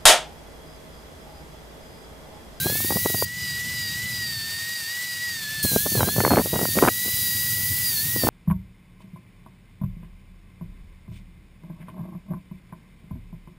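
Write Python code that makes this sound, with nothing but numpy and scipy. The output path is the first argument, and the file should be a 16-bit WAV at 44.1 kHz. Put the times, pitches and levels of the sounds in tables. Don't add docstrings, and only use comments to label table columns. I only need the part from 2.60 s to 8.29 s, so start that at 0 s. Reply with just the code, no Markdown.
import sys
import numpy as np
from scipy import signal
from scipy.fft import rfft, irfft
from scipy.io import wavfile
from scipy.ndimage import uniform_filter1d, minimum_filter1d

SR = 44100
rng = np.random.default_rng(int(sys.argv[2]) if len(sys.argv) > 2 else 0)


def put_to_file(sound):
    columns = np.atleast_2d(sound).T
    safe = np.clip(columns, -1, 1)
    whole_steps = np.round(safe * 32767)
    wavfile.write(sys.argv[1], SR, whole_steps.astype(np.int16))


N = 250929

# t/s, rms level/dB
DRAUGHT = [(0, -34.5), (.65, -36), (.7, -44), (.8, -39), (1.3, -39.5), (1.7, -41), (2.0, -46.5),
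           (2.34, -53), (3.0, -42), (3.2, -36), (3.6, -28), (4.1, -34), (4.4, -37), (5.0, -35), (5.69, -41)]
# middle t/s, length/s, rumble level/dB, flutter level/dB
GUSTS = [(0.081, 0.091, -35, -38), (0.338, 0.097, -28.5, -36), (0.461, 0.021, -29, -24.5),
         (.55, 0.028, -30, -35), (0.612, 0.072, -29.5, -44), (3.052, 0.025, -23, -39),
         (3.144, 0.073, -26.5, -33.5), (3.268, 0.016, -40, -15), (3.406, .1, -19, -28),
         (3.481, 0.038, -31, -28), (3.587, 0.064, -21, -34), (3.67, 0.11, -28, -30),
         (3.728, 0.053, -21, -14.5), (3.778, 0.07, -31, -16), (3.865, 0.028, -33, -29.5),
         (3.95, .05, -35, -24), (3.998, 0.12, -35, -31), (4.177, 0.041, -21.5, -20.5),
         (4.256, 0.082, -24, -19.5), (4.47, 0.046, -33, -34), (4.993, .04, -32.5, -47),
         (5.12, .06, -32.5, -54), (5.48, 0.079, -32.5, -49), (5.566, 0.092, -29, -44),
         (5.662, .08, -25, -28)]
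# f/Hz, density/dB
RUMBLE_COLOUR = [(15, -70), (25, -40), (35, -52), (51, -10.5), (97, 2), (160, -2), (464, -28), (500, -54),
                 (650, -59), (1100, -120)]
# t/s, peak level/dB, nominal width/ms
POPS = [(.059, -8, 1.34), (0.067, -11.5, 0.57), (.099, -13, 0.74), (.124, -18, 1.1), (.155, -18, 0.63),
        (.204, -18.5, 0.43), (.247, -14.5, 1.28), (.306, -8, 0.54), (0.322, -11.5, 0.57), (.36, -10.5, 1.3),
        (0.37, -10.5, 0.52), (.46, -4.5, 0.6), (0.5, -15.5, 0.78), (.545, -13, 0.59), (.624, -5, 0.49),
        (3.05, -11, 1.09), (3.118, -19, 1.16), (3.134, -19, 1.8), (3.162, -0.5, 0.79), (3.263, -5, 0.85),
        (3.32, -14.5, 1.7), (3.353, -7.5, 0.94), (3.376, -15, 0.54), (3.395, -10, 0.64),
        (3.407, -0.5, 0.37), (3.415, -10, 0.52), (3.431, -1.5, 0.39), (3.48, -7, 1.22), (3.488, -7.5, 0.33),
        (3.564, -11, 0.63), (3.582, -5, 0.86), (3.604, -1, 0.32), (3.612, -7, 0.96), (3.638, -6, 0.75),
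        (3.65, 4.5, .3), (3.665, -1, 0.63), (3.678, -3.5, 0.44), (3.707, -3, 0.35), (3.714, -1.5, 0.51),
        (3.718, -0.5, 0.37), (3.728, -18, 1.1), (3.736, -1.5, 0.48), (3.739, -15, .64), (3.747, -11, 0.42),
        (3.75, -7, 0.89), (3.759, -5, 0.2), (3.771, 2.5, 0.39), (3.777, 3, 0.65), (3.786, -0.5, 0.25),
        (3.795, -0.5, 0.74), (3.807, -12, 0.59), (3.816, -14, 0.55), (3.859, -8.5, .76), (3.932, -5, 1.04),
        (3.951, -20, 0.63), (3.958, -9, 0.55), (3.992, -8, 0.5), (4.014, -8, 0.74), (4.029, -9.5, 1.34),
        (4.054, -7, 0.39), (4.088, -15, 1.5), (4.155, -18, .95), (4.17, -7.5, 1.4), (4.188, 0, 0.21),
        (4.208, -17, .9), (4.223, -6, 0.38), (4.226, 6.5, 0.48), (4.233, -3, 0.88), (4.237, 2, 0.42),
        (4.242, -11, 0.66), (4.251, 1.5, 0.33), (4.263, -4, 0.33), (4.272, -9, 0.34), (4.276, 3, 0.4),
        (4.28, 3, 0.35), (4.285, 6.5, .2), (4.288, -1, 0.36), (4.46, -16.5, 1.2), (4.485, -36, 1.5),
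        (5.562, -10.5, 1.08), (5.637, -4.5, 0.78), (5.649, -8, 1.66), (5.671, -2, .46), (5.688, 1.5, 0.43)]
# t/s, level/dB, extra level of its lower part/dB
JET_BLASTS = [
    [(0.0, -24, -1), (0.16, -21, -0.5), (0.647, -22, 2.5)],
    [(3.03, -21, 6), (3.07, -22, 1), (3.13, -22, 4.5), (3.78, -23, 0.5), (4.1, -22, 2), (4.33, -22.5, 3),
     (4.52, -20.5, 0.5), (5.61, -19.5, -4), (5.69, -19.5, -4)],
]
# f/Hz, density/dB
JET_COLOUR = [(1500, -32), (3000, -13), (5000, -9.5), (6500, -5.5), (8000, -8.5), (9600, -2), (11000, -1.5),
              (12500, 0.5), (14000, 0.5), (15000, -2), (16500, 11)]
# t/s, rms level/dB
SPRAY_LEVEL = [(0, -33.5), (.5, -33), (.65, -36.5), (.76, -36.5), (.85, -34), (2.6, -34.5), (5.69, -31.5)]
# f/Hz, density/dB
SPRAY_COLOUR = [(150, -39), (250, -11), (324, -16.5), (379, -17), (1250, -14.5), (1960, -7), (2630, -8),
                (2910, -7), (3980, -6), (4650, -3), (6680, -8.5), (8370, -4.5), (9450, -10), (12900, -7.5),
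                (15600, -8)]
# t/s, speed/(turns per s)
SPEED = [(0, 776), (.114, 845), (.21, 906), (.34, 962), (.44, 978), (.53, 965), (.575, 946), (.63, 951),
         (.75, 984), (.82, 987), (.92, 961), (1.12, 993), (1.21, 972), (1.29, 941), (1.45, 998),
         (1.59, 968), (1.79, 894), (2.03, 930), (2.15, 955), (2.25, 901), (2.33, 961), (2.43, 985),
         (2.56, 956), (2.64, 973), (2.72, 941), (2.86, 857), (2.96, 885), (3.03, 864), (3.16, 793),
         (3.24, 871), (3.3, 900), (3.35, 886), (3.425, 766), (3.53, 869), (3.62, 884), (3.75, 852),
         (3.84, 933), (3.94, 962), (4.04, 954), (4.105, 913), (4.17, 933), (4.3, 966), (4.53, 987),
         (4.69, 963), (5.21, 984), (5.28, 961), (5.385, 859), (5.45, 925), (5.52, 957), (5.57, 968),
         (5.635, 899), (5.69, 902)]
# speed/(turns per s), rms level/dB of the tones at 2, 4 and 5 times motor speed
HOUSING = [(780, -35.5, -55, -37.5), (830, -35.5, -44, -31), (890, -35, -44, -37.5),
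           (890, -37.5, -44.5, -37), (960, -33.5, -42.5, -36.5), (948, -33, -46, -38),
           (986.4, -31.5, -43.5, -39.5), (1022, -29.5, -64, -58)]
# multiple of motor speed, level/dB re second tone ahead of its fades
WEAK_TONES = [(3, -17.5), (6, -21.5), (7, -21)]
# middle t/s, length/s, multiple of motor speed, rms level/dB
SWELLS = [(.01, 0.063, 5, -39), (0.113, .1, 4, -44), (.15, .25, 6, -49), (.19, 0.14, 2.5, -44),
          (0.203, 0.17, 3, -49), (.28, 0.11, 10, -36), (.34, 0.072, 5, -42), (0.494, 0.14, 4, -40.5),
          (0.603, 0.067, 5, -31), (.62, 0.059, 10, -43), (0.896, 0.091, 5, -45), (1.264, 0.079, 5, -48),
          (1.5, .08, 10, -45), (1.553, 0.056, 5, -43), (1.675, 0.16, 5, -44), (1.95, .15, 10, -47),
          (2.2, .1, 10, -44), (2.54, .1, 10, -46), (2.64, 0.077, 2, -41), (2.74, .13, 7, -48),
          (3.07, 0.11, 5, -36), (3.073, 0.11, 10, -32), (3.1, 0.16, 6, -53), (3.25, 0.096, 4, -43),
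          (3.313, 0.065, 7, -35), (3.418, 0.062, 4, -43), (3.31, 0.077, 5, -38), (3.39, 0.1, 5, -48),
          (3.508, .08, 15, -38), (3.53, 0.079, 4, -40), (3.6, .12, 7, -41), (3.66, .1, 15, -34),
          (3.7, 0.21, 5, -34), (3.94, 0.14, 4, -40), (4.092, .07, 5, -38), (4.546, 0.69, 4, -39),
          (4.697, 0.61, 5, -38.5), (5.276, 0.071, 5, -29.5), (5.29, 0.09, 10, -32), (5.31, .1, 15, -36),
          (5.33, .1, 7, -42), (5.39, 0.058, 5, -29), (5.615, 0.079, 5, -35), (5.616, .13, 6, -40),
          (5.63, 0.088, 4, -53)]
# middle t/s, length/s, multiple of motor speed, loss/dB (negative = gain)
FADES = [(.23, .08, 5, 6), (.43, 0.055, 5, 8), (0.542, .04, 5, 8), (0.682, 0.18, 4, 10),
         (0.724, 0.098, 5, 11), (1.03, 0.12, 5, 12), (1.04, 0.11, 4, 8), (1.44, 0.14, 5, 10),
         (1.68, .1, 4, 3), (2.076, 0.058, 5, 5), (2.41, 0.11, 5, 14), (2.898, 0.33, 5, 6.5),
         (3.24, .06, 5, 3), (3.402, 0.064, 2, 4), (3.75, .12, 4, 6), (3.77, 0.21, 2, 4),
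         (3.835, 0.061, 5, 1), (4.22, .18, 5, 0), (5.17, .12, 4, -1), (5.35, 0.086, 2, 5.5),
         (5.502, .1, 5, 12), (5.67, 0.074, 2, 1)]

FLUTTER_RE_DRAUGHT_DB = -16.5
JET_VALVE_S = 0.005
INERTIA_S = 0.025
BITE_DB, BITE_SLOWING = 1.5, 560
THRESHOLD_DB, SQUEEZE = -26, 0.36
ATTACK_S, HOLD_S, RELEASE_DB_PER_S = 0.055, 0.06, 82
CUTOFF_HZ = 15720


def from_db(db):
    return 10 ** (np.asarray(db) / 20)


def rms_one(x):
    return x / np.sqrt(np.mean(x ** 2) + 1e-20)


def in_time(rows):
    t_s, *columns = np.transpose(rows)
    return [np.interp(np.arange(N) / SR, t_s, column) for column in columns]


def drift(corner_hz):
    step = 40
    pole = np.exp(-2 * np.pi * corner_hz * step / SR)
    noise = rng.standard_normal(N // step + 2002)
    slow = signal.lfilter([1], [1, -2 * pole, pole * pole], noise)[2000:]
    return np.interp(np.arange(N) / step, np.arange(len(slow)), rms_one(slow))


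def coloured(colour):
    f_hz, density_db = np.transpose(colour)
    bins_hz = np.maximum(np.fft.rfftfreq(N, 1 / SR), 1)
    shape_db = np.interp(np.log(bins_hz), np.log(f_hz), density_db, left=-90, right=-90)
    return rms_one(irfft(rfft(rng.standard_normal(N)) * from_db(shape_db), N))


def low_pass(x, hz, order=2):
    return signal.sosfilt(signal.butter(order, np.clip(hz, 20, 15000), fs=SR, output="sos"), x)


def high_pass(x, hz, order=2):
    return signal.sosfilt(signal.butter(order, hz, "high", fs=SR, output="sos"), x)


def buffeting():
    t_s = np.arange(N) / SR
    draught_db, = in_time(DRAUGHT)
    rumble_gain = from_db(draught_db)
    flutter_gain = from_db(draught_db + FLUTTER_RE_DRAUGHT_DB)
    for middle_s, length_s, rumble_db, flutter_db in GUSTS:
        gust = np.exp(-(2 * (t_s - middle_s) / length_s) ** 4)
        rumble_gain = np.maximum(rumble_gain, gust * from_db(rumble_db))
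        flutter_gain = np.maximum(flutter_gain, gust * from_db(flutter_db))
    small_eddies = (rng.random(N) < 800 / SR) * rng.standard_normal(N)
    flutter = rms_one(low_pass(high_pass(small_eddies, 180, order=1), 423))
    rumble = from_db(1.37 * drift(47)) * coloured(RUMBLE_COLOUR)
    return rumble_gain * rumble + flutter_gain * flutter


def eddies(at_s, peaks, widths_ms):
    out = np.zeros(N + 400)
    reach = np.arange(-200, 200)
    for t_s, peak, width_ms in zip(at_s, peaks, widths_ms):
        at = np.clip(round(t_s * SR) + reach, 0, N + 399)
        out[at] += peak * np.exp(-4 * np.log(2) * (reach / (width_ms * SR / 1000)) ** 2)
    return out[:N]


def pops():
    t_s, peak_db, width_ms = np.transpose(POPS)
    peak = from_db(peak_db)
    chance = rng.random((len(POPS), 7))
    out = eddies(t_s, -peak, 0.87 * width_ms)
    rebound = peak * (0.2 + 0.31 * chance[:, 0])
    out += eddies(t_s + 1.3e-3 * width_ms, rebound, 0.42 * width_ms)
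    for lag, draws in ((2.4e-3, chance[:, 1:4]), (4.5e-3, chance[:, 4:7])):
        after, size, spread = draws.T
        trail_s = t_s + width_ms * (lag + 0.0023 * after)
        out += eddies(trail_s, peak * 0.8 * (2 * size - 1), width_ms * (0.61 + 0.69 * spread))
    vented = high_pass(out, 110)
    return low_pass(vented, 2900, order=4)


def air_jet():
    t_s = np.arange(N) / SR
    gain, lower_db = np.zeros(N), np.zeros(N)
    for blast in JET_BLASTS:
        opened = np.clip(1 + (t_s - blast[0][0]) / JET_VALVE_S, 0, 1)
        not_shut = np.clip(1 + (blast[-1][0] - t_s) / JET_VALVE_S, 0, 1)
        blast_db, blast_lower_db = in_time(blast)
        gain += opened * not_shut * from_db(blast_db)
        lower_db += opened * not_shut * blast_lower_db
    hiss = coloured(JET_COLOUR)
    lower_gain = from_db(lower_db + 1.1 * drift(3.3))
    hiss += (lower_gain - 1) * low_pass(hiss, 12000, order=1)
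    return gain * from_db(0.2 * drift(30)) * hiss


def spray():
    level_db, = in_time(SPRAY_LEVEL)
    return from_db(level_db + 0.75 * drift(30)) * coloured(SPRAY_COLOUR)


def bell(t_s, middle_s, length_s):
    return np.exp(-4 * ((t_s - middle_s) / length_s) ** 2)


def fading_db(multiple):
    t_s = np.arange(N) / SR
    return sum(loss_db * bell(t_s, middle_s, length_s)
               for middle_s, length_s, k, loss_db in FADES if round(k) == multiple)


def rotor_smooth(x):
    return uniform_filter1d(x, max(int(INERTIA_S * SR), 1), mode="nearest")


def gear_tones():
    speed = rotor_smooth(in_time(SPEED)[0])
    housing_speed, *housing_db = np.transpose(HOUSING)
    second_db, fourth_db, fifth_db = [np.interp(speed, housing_speed, db) for db in housing_db]
    slowing = -rotor_smooth(np.gradient(speed) * SR)
    fifth_db = fifth_db + BITE_DB * np.tanh(slowing / BITE_SLOWING)
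    turn_rad = 2 * np.pi * np.cumsum(speed * (1 + 0.00107 * drift(30))) / SR

    second_gain = from_db(second_db - fading_db(2) + 1.3 * drift(8.6))
    fourth_gain = from_db(fourth_db - fading_db(4) + 2.0 * drift(32) + 1.7 * drift(2.5))
    fifth_gain = from_db(fifth_db - fading_db(5) + 1.4 * drift(37) + 0.54 * drift(14))
    out = second_gain * np.sin(2 * turn_rad)
    out += fourth_gain * np.sin(4 * turn_rad)
    out += fifth_gain * np.sin(5 * turn_rad)
    for multiple, relative_db in WEAK_TONES:
        weak_gain = from_db(second_db + relative_db + 1.2 * drift(6.4) + 3.75 * drift(50))
        out += weak_gain * np.sin(round(multiple) * turn_rad)

    t_s = np.arange(N) / SR
    for middle_s, length_s, multiple, level_db in SWELLS:
        near = abs(t_s - middle_s) < 2 * length_s
        swell = from_db(level_db) * bell(t_s[near], middle_s, length_s)
        half_step = round(2 * multiple) / 2
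        out[near] += swell * np.sin(half_step * turn_rad[near])
    return np.sqrt(2) * out


def scene():
    mono = buffeting() + pops() + air_jet() + spray() + gear_tones()
    return np.array([mono, mono])


def gain_control(x):
    power = uniform_filter1d(x ** 2, size=1323, origin=661)
    level_db = 10 * np.log10(power + 1e-12)
    hold = 2 * int(HOLD_S * SR / 2) + 1
    held_db = -minimum_filter1d(-level_db, hold, origin=hold // 2)
    ramp_db = RELEASE_DB_PER_S * np.arange(N) / SR
    released_db = np.maximum.accumulate(held_db + ramp_db) - ramp_db
    over_db = np.maximum(released_db - THRESHOLD_DB, 0)
    pole = np.exp(-1 / (ATTACK_S * SR))
    start = [over_db[:2000].mean()]
    eased_db = signal.lfilter([1 - pole], [1, -pole], over_db, zi=start)[0]
    return from_db(-SQUEEZE * eased_db)


def record(dry):
    x = high_pass(dry, 45)
    sensed = x[0] - 0.35 * low_pass(x[0], 1500, order=1)
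    x = x * gain_control(sensed)
    rounded = 0.75 * np.tanh(x / 0.75)
    top_cut = signal.ellip(14, 0.3, 75, CUTOFF_HZ, fs=SR, output="sos")
    return signal.sosfilt(top_cut, rounded)


dry = scene()
out = record(dry)
put_to_file(out)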